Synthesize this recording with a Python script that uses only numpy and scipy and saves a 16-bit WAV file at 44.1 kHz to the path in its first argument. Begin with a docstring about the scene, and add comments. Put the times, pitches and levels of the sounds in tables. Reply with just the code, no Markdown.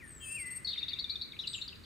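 """A whistle sliding down from about 2.6 kHz comes first, soon joined by thin, high gliding whistles: a
songbird, probably a starling, left of the microphones. It sings near a road across an open lawn. Its two
voices, near sines on drawn pitch curves, slide through high and low whistles, break into a buzz and a trill,
and end in loose chatter. A ground bounce and noise-built echoes from trees and houses surround it; a fainter
song sounds farther off. Below lies shaped noise: the low rumble of distant traffic and a faint hiss."""
import sys
import numpy as np
from scipy import signal
from scipy.fft import rfft, irfft
from scipy.io import wavfile
from scipy.ndimage import uniform_filter1d, map_coordinates

SR = 44100
rng = np.random.default_rng(int(sys.argv[2]) if len(sys.argv) > 2 else 0)


def persist_wave(psi):
    """Save psi, clipped to +-1, as 16-bit WAV."""
    counts = np.round(np.clip(psi, -1, 1) * 32767).astype(np.int16)
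    wavfile.write(sys.argv[1], SR, np.atleast_2d(counts).T)


N = 81585  # length in samples


def amp(db):
    """Amplitude factor of a level in dB."""
    return 10 ** (np.asarray(db) / 20)


def evened(x):
    """Scales a sound to an rms of one."""
    return x / np.sqrt(np.mean(x ** 2) + 1e-20)


def read(points, hz):
    """Reads a spectrum on a log-frequency axis."""
    f, value = np.transpose(points)
    return np.interp(np.log(hz + 1), np.log(f + 1), value)


def clock():
    """Time of every sample in seconds."""
    return np.arange(N) / SR


def drift(rate_hz):
    """Smooth chance movement, mostly slower than a rate."""
    hz = np.fft.rfftfreq(N, 1 / SR)
    spectrum = rfft(rng.standard_normal(N))
    return evened(irfft(spectrum / (1 + (hz / rate_hz) ** 4), N))


ATTACK_S, RELEASE_S = 0.0013, 0.002
WHISTLE_JITTER, CHIRP_JITTER = 0.0025, 0.011  # unsteadiness as a share of the pitch, doubled or halved in places


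def voice(curve, jitter, bend_hz=0, overtone_db=-42, flutter_db=1):
    """One side of the syrinx: a near sine on a curve of pitch and level, slightly unsteady."""
    t = clock()
    s, hz, db = np.transpose(curve)
    attack = np.clip((t - s[0]) / ATTACK_S, 0, 1)
    release = np.clip((s[-1] - t) / RELEASE_S, 0, 1)
    pitch_hz = (np.interp(t, s, hz) + bend_hz) * (1 + jitter * drift(409))
    phase = 2 * np.pi * np.cumsum(pitch_hz) / SR
    level = attack * release * amp(np.interp(t, s, db) + flutter_db * drift(150))
    tone = np.sin(phase) + amp(overtone_db) * np.sin(2 * phase)
    return np.sqrt(2) * level * tone


# gliding whistles, one curve each: time_s, pitch_hz, level_db
LEAD_IN = [(0.01, 8870, -87), (0.04, 9000, -67.5), (0.076, 8760, -60), (0.116, 8180, -55.5),
           (0.15, 7940, -57.5), (0.19, 7500, -60)]
HIGH_WHISTLE = [(0.195, 8480, -69), (0.242, 8810, -51), (0.29, 8835, -45), (0.326, 8680, -41),
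                (0.38, 8600, -43), (0.43, 8450, -41.5), (0.48, 8350, -43), (0.575, 8338, -39),
                (0.587, 8330, -56)]
SECOND_WHISTLE = [(0.19, 7800, -62), (0.21, 7780, -56), (0.254, 7710, -59), (0.29, 7690, -56),
                  (0.338, 7600, -58), (0.385, 7500, -61), (0.41, 7480, -72)]
ARCHED_WHISTLE = [(1.462, 6480, -73), (1.475, 7580, -56), (1.487, 8300, -52.5), (1.512, 8350, -52.5),
                  (1.535, 7910, -54.5), (1.56, 7360, -50), (1.579, 7240, -51), (1.59, 6200, -63)]
# faint combination tone of the two high whistles: time_s, pitch_hz, level_db
COMBINATION_TONE = [(0.205, 7200, -72), (0.245, 6620, -64.5), (0.35, 6680, -70.5)]
# brief breaks in the high whistle: time_s, half_width_s, depth_db
BREAKS = [(0.308, 0.0083, 7.5), (0.34, .005, 14.5), (0.379, 0.009, 12), (0.448, 0.01, 27),
          (0.496, 0.009, 24), (0.546, 0.012, 13)]
WHISTLE_WAVER_HZ = 9
SIDEBAND_HZ, SIDEBAND_DB, UPPER_SIDEBAND_DB = 3900, -23, -21
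WHISTLE_HISS_DB = -27  # soft haze of hiss around the high whistle


def high_whistles():
    """Thin whistles; the main one breaks briefly, and all but its companions carry faint sidebands."""
    t = clock()
    dips_db = sum(depth * np.exp(-((t - s) / width) ** 2) for s, width, depth in BREAKS)
    main = voice(HIGH_WHISTLE, WHISTLE_JITTER, bend_hz=WHISTLE_WAVER_HZ * drift(68)) * amp(-dips_db)
    lead = voice(LEAD_IN, 2 * WHISTLE_JITTER, flutter_db=4.0)
    arch = voice(ARCHED_WHISTLE, CHIRP_JITTER)
    # turning the phase shifts every tone up or down by SIDEBAND_HZ
    turn = np.exp(2j * np.pi * SIDEBAND_HZ * t)
    shift = amp(UPPER_SIDEBAND_DB) * turn + amp(SIDEBAND_DB) / turn
    sidebands = (signal.hilbert(main + 0.5 * (lead + arch)) * shift).real
    second = voice(SECOND_WHISTLE, WHISTLE_JITTER, overtone_db=-13, flutter_db=1)
    combination = blurred(voice(COMBINATION_TONE, 2 * WHISTLE_JITTER))
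    return main + lead + arch + sidebands + second + combination + amp(WHISTLE_HISS_DB) * hiss(main)


# the buzz, a lead note then two close voices: time_s, pitch_hz, level_db
BUZZ = [
    [(0.646, 4530, -41), (0.652, 4420, -34.5), (0.658, 4330, -38), (0.665, 4300, -42)],
    [(0.669, 4320, -42), (0.676, 4320, -36), (0.69, 4340, -39), (0.701, 4290, -35.5), (0.705, 4280, -45),
     (0.722, 4150, -47)],
    [(0.669, 3900, -44), (0.676, 3900, -39), (0.695, 3830, -42), (0.701, 3750, -47), (0.712, 3650, -44),
     (0.728, 3300, -49)],
]
BUZZ_SWING_HZ, BUZZ_RATE_HZ = 110, 370


def buzz():
    """A lead note, then two close voices whose pitch trembles together."""
    tremble = BUZZ_SWING_HZ * np.sin(2 * np.pi * BUZZ_RATE_HZ * clock())
    lead = voice(BUZZ[0], CHIRP_JITTER / 2)
    return lead + sum(voice(curve, 2 * CHIRP_JITTER, tremble) for curve in BUZZ[1:])


PIP_FADE_DB = 0.5  # level change over the second half; positive is louder


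def pip(start, length, db, hz, fall_hz):
    """A short plain note whose pitch slides straight, mostly downward."""
    curve = [
        (start, hz + fall_hz / 2, db),
        (start + length / 2, hz, db),
        (start + length, hz - fall_hz / 2, db + PIP_FADE_DB)]
    return voice(curve, jitter=0.0052, overtone_db=-41.5, flutter_db=1)


CHIRR_RISE_HZ_PER_S, CHIRR_SWING_HZ, CHIRR_RATE_HZ = 19000, 160, 230
LOWER_SHARE, LOWER_FADE_DB = 0.6, -4  # the lower voice's share of the length, and its level change
UPPER_HZ, UPPER_SAG_HZ, UPPER_LAG_S = 4540, 170, 0.0024
UPPER_DB = (-14, -4.5, -11)  # start, middle and end, relative to the note


def chirr(start, length, db, hz):
    """The lower voice wobbles upward against an upper voice that joins late and outlasts it."""
    span = length * LOWER_SHARE
    wobble = -CHIRR_SWING_HZ * np.sin(2 * np.pi * CHIRR_RATE_HZ * (clock() - start))
    lower = [(start, hz, db), (start + span, hz + CHIRR_RISE_HZ_PER_S * span, db + LOWER_FADE_DB)]
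    upper = [(start + UPPER_LAG_S + u * length, UPPER_HZ - u * UPPER_SAG_HZ, db + relative_db)
             for u, relative_db in zip((0, 0.5, 1), UPPER_DB)]
    return voice(lower, 2 * CHIRP_JITTER, wobble) + voice(upper, CHIRP_JITTER)


CHATTER_FADE_DB = -1.5  # level change by the end of a note


def chirp(start, length, db, *pitches):
    """A quick note that swings smoothly through its pitches."""
    u = np.linspace(0, 1, 20)
    place = u * (len(pitches) - 1)
    hz = map_coordinates(np.array(pitches, float), [place], order=3, mode="nearest")
    curve = np.transpose([start + u * length, hz, db + CHATTER_FADE_DB * u ** 2])
    return voice(curve, CHIRP_JITTER)


# plain notes of the trill: start_s, length_s, level_db, pitch_hz, fall_hz
PIPS = [(0.7302, 0.012, -34.8, 3760, 160), (0.7775, 0.013, -34.2, 3670, -90),
        (0.8288, 0.0108, -33.3, 3680, 90), (0.932, 0.0095, -32.3, 3640, 169),
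        (1.0415, 0.0088, -32.8, 3660, 250), (1.1553, 0.0084, -35, 3620, 130)]
# two-voiced notes of the trill: start_s, length_s, level_db, lower_pitch_hz
CHIRRS = [(0.788, 0.02, -41.5, 3700), (0.8818, 0.026, -35, 3760), (0.9865, 0.026, -34, 3800),
          (1.0955, 0.026, -33, 3860), (1.212, 0.025, -35.5, 3850)]
# chatter: start_s, length_s, level_db, then five pitch_hz evenly spread through the note
CHATTER = [ (0.806, 0.0094, -53.5, 2700, 2700, 2500, 2260, 2050),
           (0.819, 0.0078, -53, 2664, 2680, 2400, 2300, 1970),
           (0.913, 0.014, -55, 2400, 2770, 2940, 2520, 2250),
           (0.962, 0.016, -55, 2400, 2620, 2740, 2660, 2260),
           (1.3196, 0.0065, -40.5, 3890, 3800, 3750, 3550, 3400),
           (1.331, 0.016, -52.5, 2775, 2260, 2196, 2270, 2230),
           (1.365, 0.0068, -50.5, 2876, 2740, 2470, 2280, 2100),
           (1.39, 0.018, -35, 3550, 3920, 3820, 3490, 4080),
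           (1.412, 0.022, -58.5, 6460, 5240, 5480, 4870, 4830),
           (1.436, 0.0193, -43.5, 3210, 2970, 2940, 2774, 2650),
           (1.4706, 0.0098, -37.5, 4120, 4300, 4820, 4290, 4070),
           (1.4747, 0.009, -33, 4200, 3940, 3780, 3990, 3460),
           (1.531, 0.00524, -43, 3017, 3420, 4170, 5180, 6050),
           (1.537, .014, -36, 4100, 3586, 4010, 3190, 2930),
           (1.551, 0.0094, -38.5, 2937, 2774, 2826, 2990, 3080),
           (1.580, 0.0112, -46, 2904, 2700, 2675, 2620, 2170),
           (1.6137, 0.0161, -37.5, 3874, 3800, 4335, 3583, 4200),
           (1.678, 0.0103, -42.5, 4400, 4650, 4730, 4250, 3800),
           (1.687, 0.0094, -46.5, 3810, 3460, 3820, 3400, 2760),
           (1.726, 0.01, -48.5, 2930, 2690, 2720, 2950, 3050),
           (1.755, 0.0067, -51, 3340, 3680, 3970, 4680, 4960),
           (1.836, 0.016, -54.5, 3700, 4720, 4350, 3350, 3130)]


def song():
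    """The buzz, a trill of plain and two-voiced notes, and chatter."""
    trill = sum(pip(*row) for row in PIPS) + sum(chirr(*row) for row in CHIRRS)
    return buzz() + trill + sum(chirp(*row) for row in CHATTER)


GRIT_DB, GRIT_KNEE_DB = -26, -21  # strength, and the level where it sets in
NOTE_HISS_DB = -25.5  # relative to the note


def roughened(x):
    """Loud notes gain combination tones, a third harmonic and a hiss that follows them."""
    power = abs(uniform_filter1d(x ** 2, size=300))
    cubic = x * (x ** 2 - 1.5 * power)
    grit = amp(GRIT_DB) * cubic / (power + amp(GRIT_KNEE_DB) ** 2)
    return x - grit + amp(NOTE_HISS_DB) * hiss(x)


# color of the hiss, relative: frequency_hz, level_db per Hz
HISS_COLOR = [(1200, -2), (2400, 4), (3500, 4), (5100, 12.5), (6200, 1.5), (9000, -6.5), (15500, -4.5)]


def hiss(x):
    """Hiss that follows the loudness of a voice."""
    level = np.sqrt(abs(uniform_filter1d(x ** 2, size=300)))
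    color = amp(read(HISS_COLOR, np.fft.rfftfreq(N, 1 / SR)))
    return level * evened(irfft(rfft(rng.standard_normal(N)) * color, N))


# pure slides of the lower voice: time_s, pitch_hz, level_db
LOW_WHISTLES = [
    [(0, 2576, -59), (0.015, 2269, -57), (0.028, 1950, -52.5), (0.05, 1808, -51), (0.08, 1757, -74),
     (0.33, 1794, -64.5), (0.42, 1800, -71)],
    [(0.2, 3210, -69), (0.215, 3180, -53.5), (0.246, 3138, -45.5), (0.258, 3120, -64)],
    [(0.205, 2866, -66), (0.245, 2630, -53), (0.28, 2593, -50.5), (0.325, 2684, -45), (0.358, 2740, -47),
     (0.375, 2545, -43.5), (0.398, 2230, -46), (0.434, 2036, -48), (0.485, 2018, -46), (0.56, 2027, -57),
     (0.59, 2002, -67), (0.7, 2050, -60.5)],
]
# a faint echo of the 2.7 kHz slide, lingering with a strong overtone: time_s, pitch_hz, level_db
SLIDE_ECHO = [(0.3, 2690, -56.5), (0.38, 2710, -60), (0.6, 2700, -71)]
# a soft warble falling out of the buzz: time_s, pitch_hz, level_db before its pulse
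WARBLE = [(0.724, 3300, -53), (0.738, 3100, -51), (0.754, 2780, -49.5), (0.766, 2400, -54),
          (0.79, 2400, -54)]
WARBLE_HZ, WARBLE_CREST_S = 60, 0.7375  # rate, and the time of one pitch crest
WARBLE_SWING_HZ, WARBLE_PULSE = 450, 0.45


def low_whistles():
    """Slides of the lower voice, a lingering echo, and a warble loudest on each fall of its pitch swing."""
    cycle = 2 * np.pi * WARBLE_HZ * (clock() - WARBLE_CREST_S)
    slides = sum(voice(curve, 2 * WHISTLE_JITTER, overtone_db=-42) for curve in LOW_WHISTLES)
    slide_echo = voice(SLIDE_ECHO, 2 * WHISTLE_JITTER, overtone_db=-11.5)
    warble = voice(WARBLE, 2 * CHIRP_JITTER, WARBLE_SWING_HZ * np.cos(cycle), flutter_db=4)
    pulse = (1 + WARBLE_PULSE * np.sin(cycle)) / (1 + WARBLE_PULSE / 2)
    return slides + slide_echo + warble * pulse


# faint whistles from farther off: time_s, pitch_hz, level_db before FAR_DIRECT_DB
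FAR_WHISTLES = [
    [(0.918, 2100, -59), (0.94, 2380, -58), (0.985, 2050, -63), (1.03, 2220, -61)],
    [(1.05, 2430, -62), (1.105, 2300, -59), (1.15, 2494, -60), (1.2, 2450, -72), (1.25, 2333, -62),
     (1.3, 2200, -64)],
]
# a distant rattle behind the trill: time_s, pitch_hz, level_db before FAR_DIRECT_DB
RATTLE = [(0.8, 2388, -58.5), (0.93, 2346, -58)]
RATTLE_SWING_HZ, RATTLE_RATE_HZ = 400, 75


def distant_song():
    """Wavering whistles and a quick, smeared rattle from farther off."""
    swing = RATTLE_SWING_HZ * np.sin(2 * np.pi * RATTLE_RATE_HZ * clock() + drift(19.2))
    whistles = sum(voice(curve, WHISTLE_JITTER, flutter_db=2.5) for curve in FAR_WHISTLES)
    rattle = voice(RATTLE, 2 * CHIRP_JITTER, swing, flutter_db=3.5)
    return whistles + blurred(blurred(rattle))


def left_right(pan_db):
    """Gains of the two microphones, the left one louder by pan_db."""
    return amp([[pan_db / 2], [-pan_db / 2]])


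def placed(x, pan_db):
    """The bird sits to the left and is louder there."""
    gains = left_right(pan_db)
    return x * gains / gains.mean()


GROUND_DB, GROUND_DELAY_S = -12, 0.0068


def ground_bounce(x):
    """One weaker, later copy of the notes off the ground."""
    return amp(GROUND_DB) * np.pad(x, (round(GROUND_DELAY_S * SR), 0))[:N]


NEAR_DB, NEAR_DECAY_S, NEAR_DELAY_S = -8.5, 0.013, 0.0045


def near_echo(x, pan_db):
    """Quick scatter from the ground and surfaces close by: a short burst of decaying noise taps."""
    t = np.arange(SR // 10) / SR
    onset = np.clip((t - NEAR_DELAY_S) / ATTACK_S, 0, 1)
    taps = rng.standard_normal((2, len(t))) * np.exp(-t / NEAR_DECAY_S) * onset
    taps *= amp(NEAR_DB) / np.linalg.norm(taps, axis=1, keepdims=True)
    return signal.fftconvolve(x[None], taps, axes=1)[:, :N] * left_right(pan_db)


BLUR_RADIANS, BLUR_RATE_HZ = 1.27, 142  # in the far echo, moving leaves smear the pitch


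def blurred(x):
    """A wandering phase spreads clean tones into narrow noise."""
    return (signal.hilbert(x) * np.exp(1j * BLUR_RADIANS * drift(BLUR_RATE_HZ))).real


# time to fade by 60 dB: frequency_hz, fade_s
ECHO_T60 = [(1500, .75), (4000, .6), (8000, .42), (15000, .3)]
# strength of the echo: frequency_hz, level_db
ECHO_DB = [(1500, -1.5), (2500, -6.5), (4000, -5.5), (8000, -3.5), (15000, -8)]


def far_echo(x, pan_db):
    """Diffuse return from trees and houses; the treble dies first."""
    hz, t, noise = signal.stft(rng.standard_normal((2, SR)), SR, nperseg=256)
    fade = amp(-60 * t / read(ECHO_T60, hz)[:, None])
    strength = amp(read(ECHO_DB, hz))[:, None]
    fade *= strength / np.sqrt(SR * np.mean(fade ** 2, axis=1, keepdims=True))
    tail = signal.istft(noise * fade, SR, nperseg=256)[1][:, :SR // 2]
    tail *= np.minimum(np.arange(tail.shape[1]) / SR / 0.0098, 1)  # swells in over 9.8 ms
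    return signal.fftconvolve(x[None], tail, axes=1)[:, :N] * left_right(pan_db)


# color of traffic and hiss, relative: frequency_hz, level_db per Hz
AIR = [(20, -25), (40, -5.5), (70, 0), (130, -2.5), (250, -7), (420, -12.5), (750, -24.5), (1300, -17),
       (2000, -18.5), (3200, -27), (5500, -32.5), (8000, -33), (11000, -36), (15500, -37)]
# likeness of the two microphones: frequency_hz, correlation
AIR_SAME = [(30, 0.44), (80, 0.74), (180, 0.21), (400, 0.14), (1500, 0.16), (6000, 0.99), (15000, 0.66)]
AIR_DB = -55


def air():
    """Distant traffic rumble and a faint even hiss: shaped noise, partly shared by left and right."""
    hz = np.fft.rfftfreq(N, 1 / SR)
    a, b = rfft(rng.standard_normal((2, N)))
    same = np.clip(read(AIR_SAME, hz), -1, 1)
    both = np.array([a, same * a + np.sqrt(1 - same ** 2) * b]) * amp(read(AIR, hz))
    return amp(AIR_DB) * evened(irfft(both, N))


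BIRD_PAN_DB, LOW_PAN_DB, HIGH_PAN_DB = 4.9, 6.3, 4
WHISTLE_ECHO_DB, ARCH_ECHO_DB, FAR_DIRECT_DB = -4.5, -2, -3


def scene():
    """The song, its bounce off the ground, its echoes and the background."""
    high, low, notes, distant = high_whistles(), low_whistles(), roughened(song()), distant_song()
    direct = placed(high, HIGH_PAN_DB)
    direct = direct + placed(low + amp(FAR_DIRECT_DB) * distant, LOW_PAN_DB)
    direct = direct + placed(notes + ground_bounce(notes), BIRD_PAN_DB)
    near = near_echo(notes + 0.5 * (low + 0.5 * high), pan_db=5)
    # the arched whistle feeds the far echo once more on its own
    extra_arch = amp(ARCH_ECHO_DB) * voice(ARCHED_WHISTLE, 2 * CHIRP_JITTER)
    thrown = amp(WHISTLE_ECHO_DB) * high + extra_arch
    far = far_echo(blurred(thrown + low + notes) + distant, pan_db=1.2)
    return direct + near + far + air()


EDGE_HZ = 15600


def record(dry):
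    """The band limit of the recorder: a steep low-pass."""
    low_pass = signal.firwin(511, EDGE_HZ, window=("kaiser", 9), fs=SR)
    return signal.oaconvolve(dry, low_pass[None], "same")


dry = scene()
out = record(dry)
persist_wave(out)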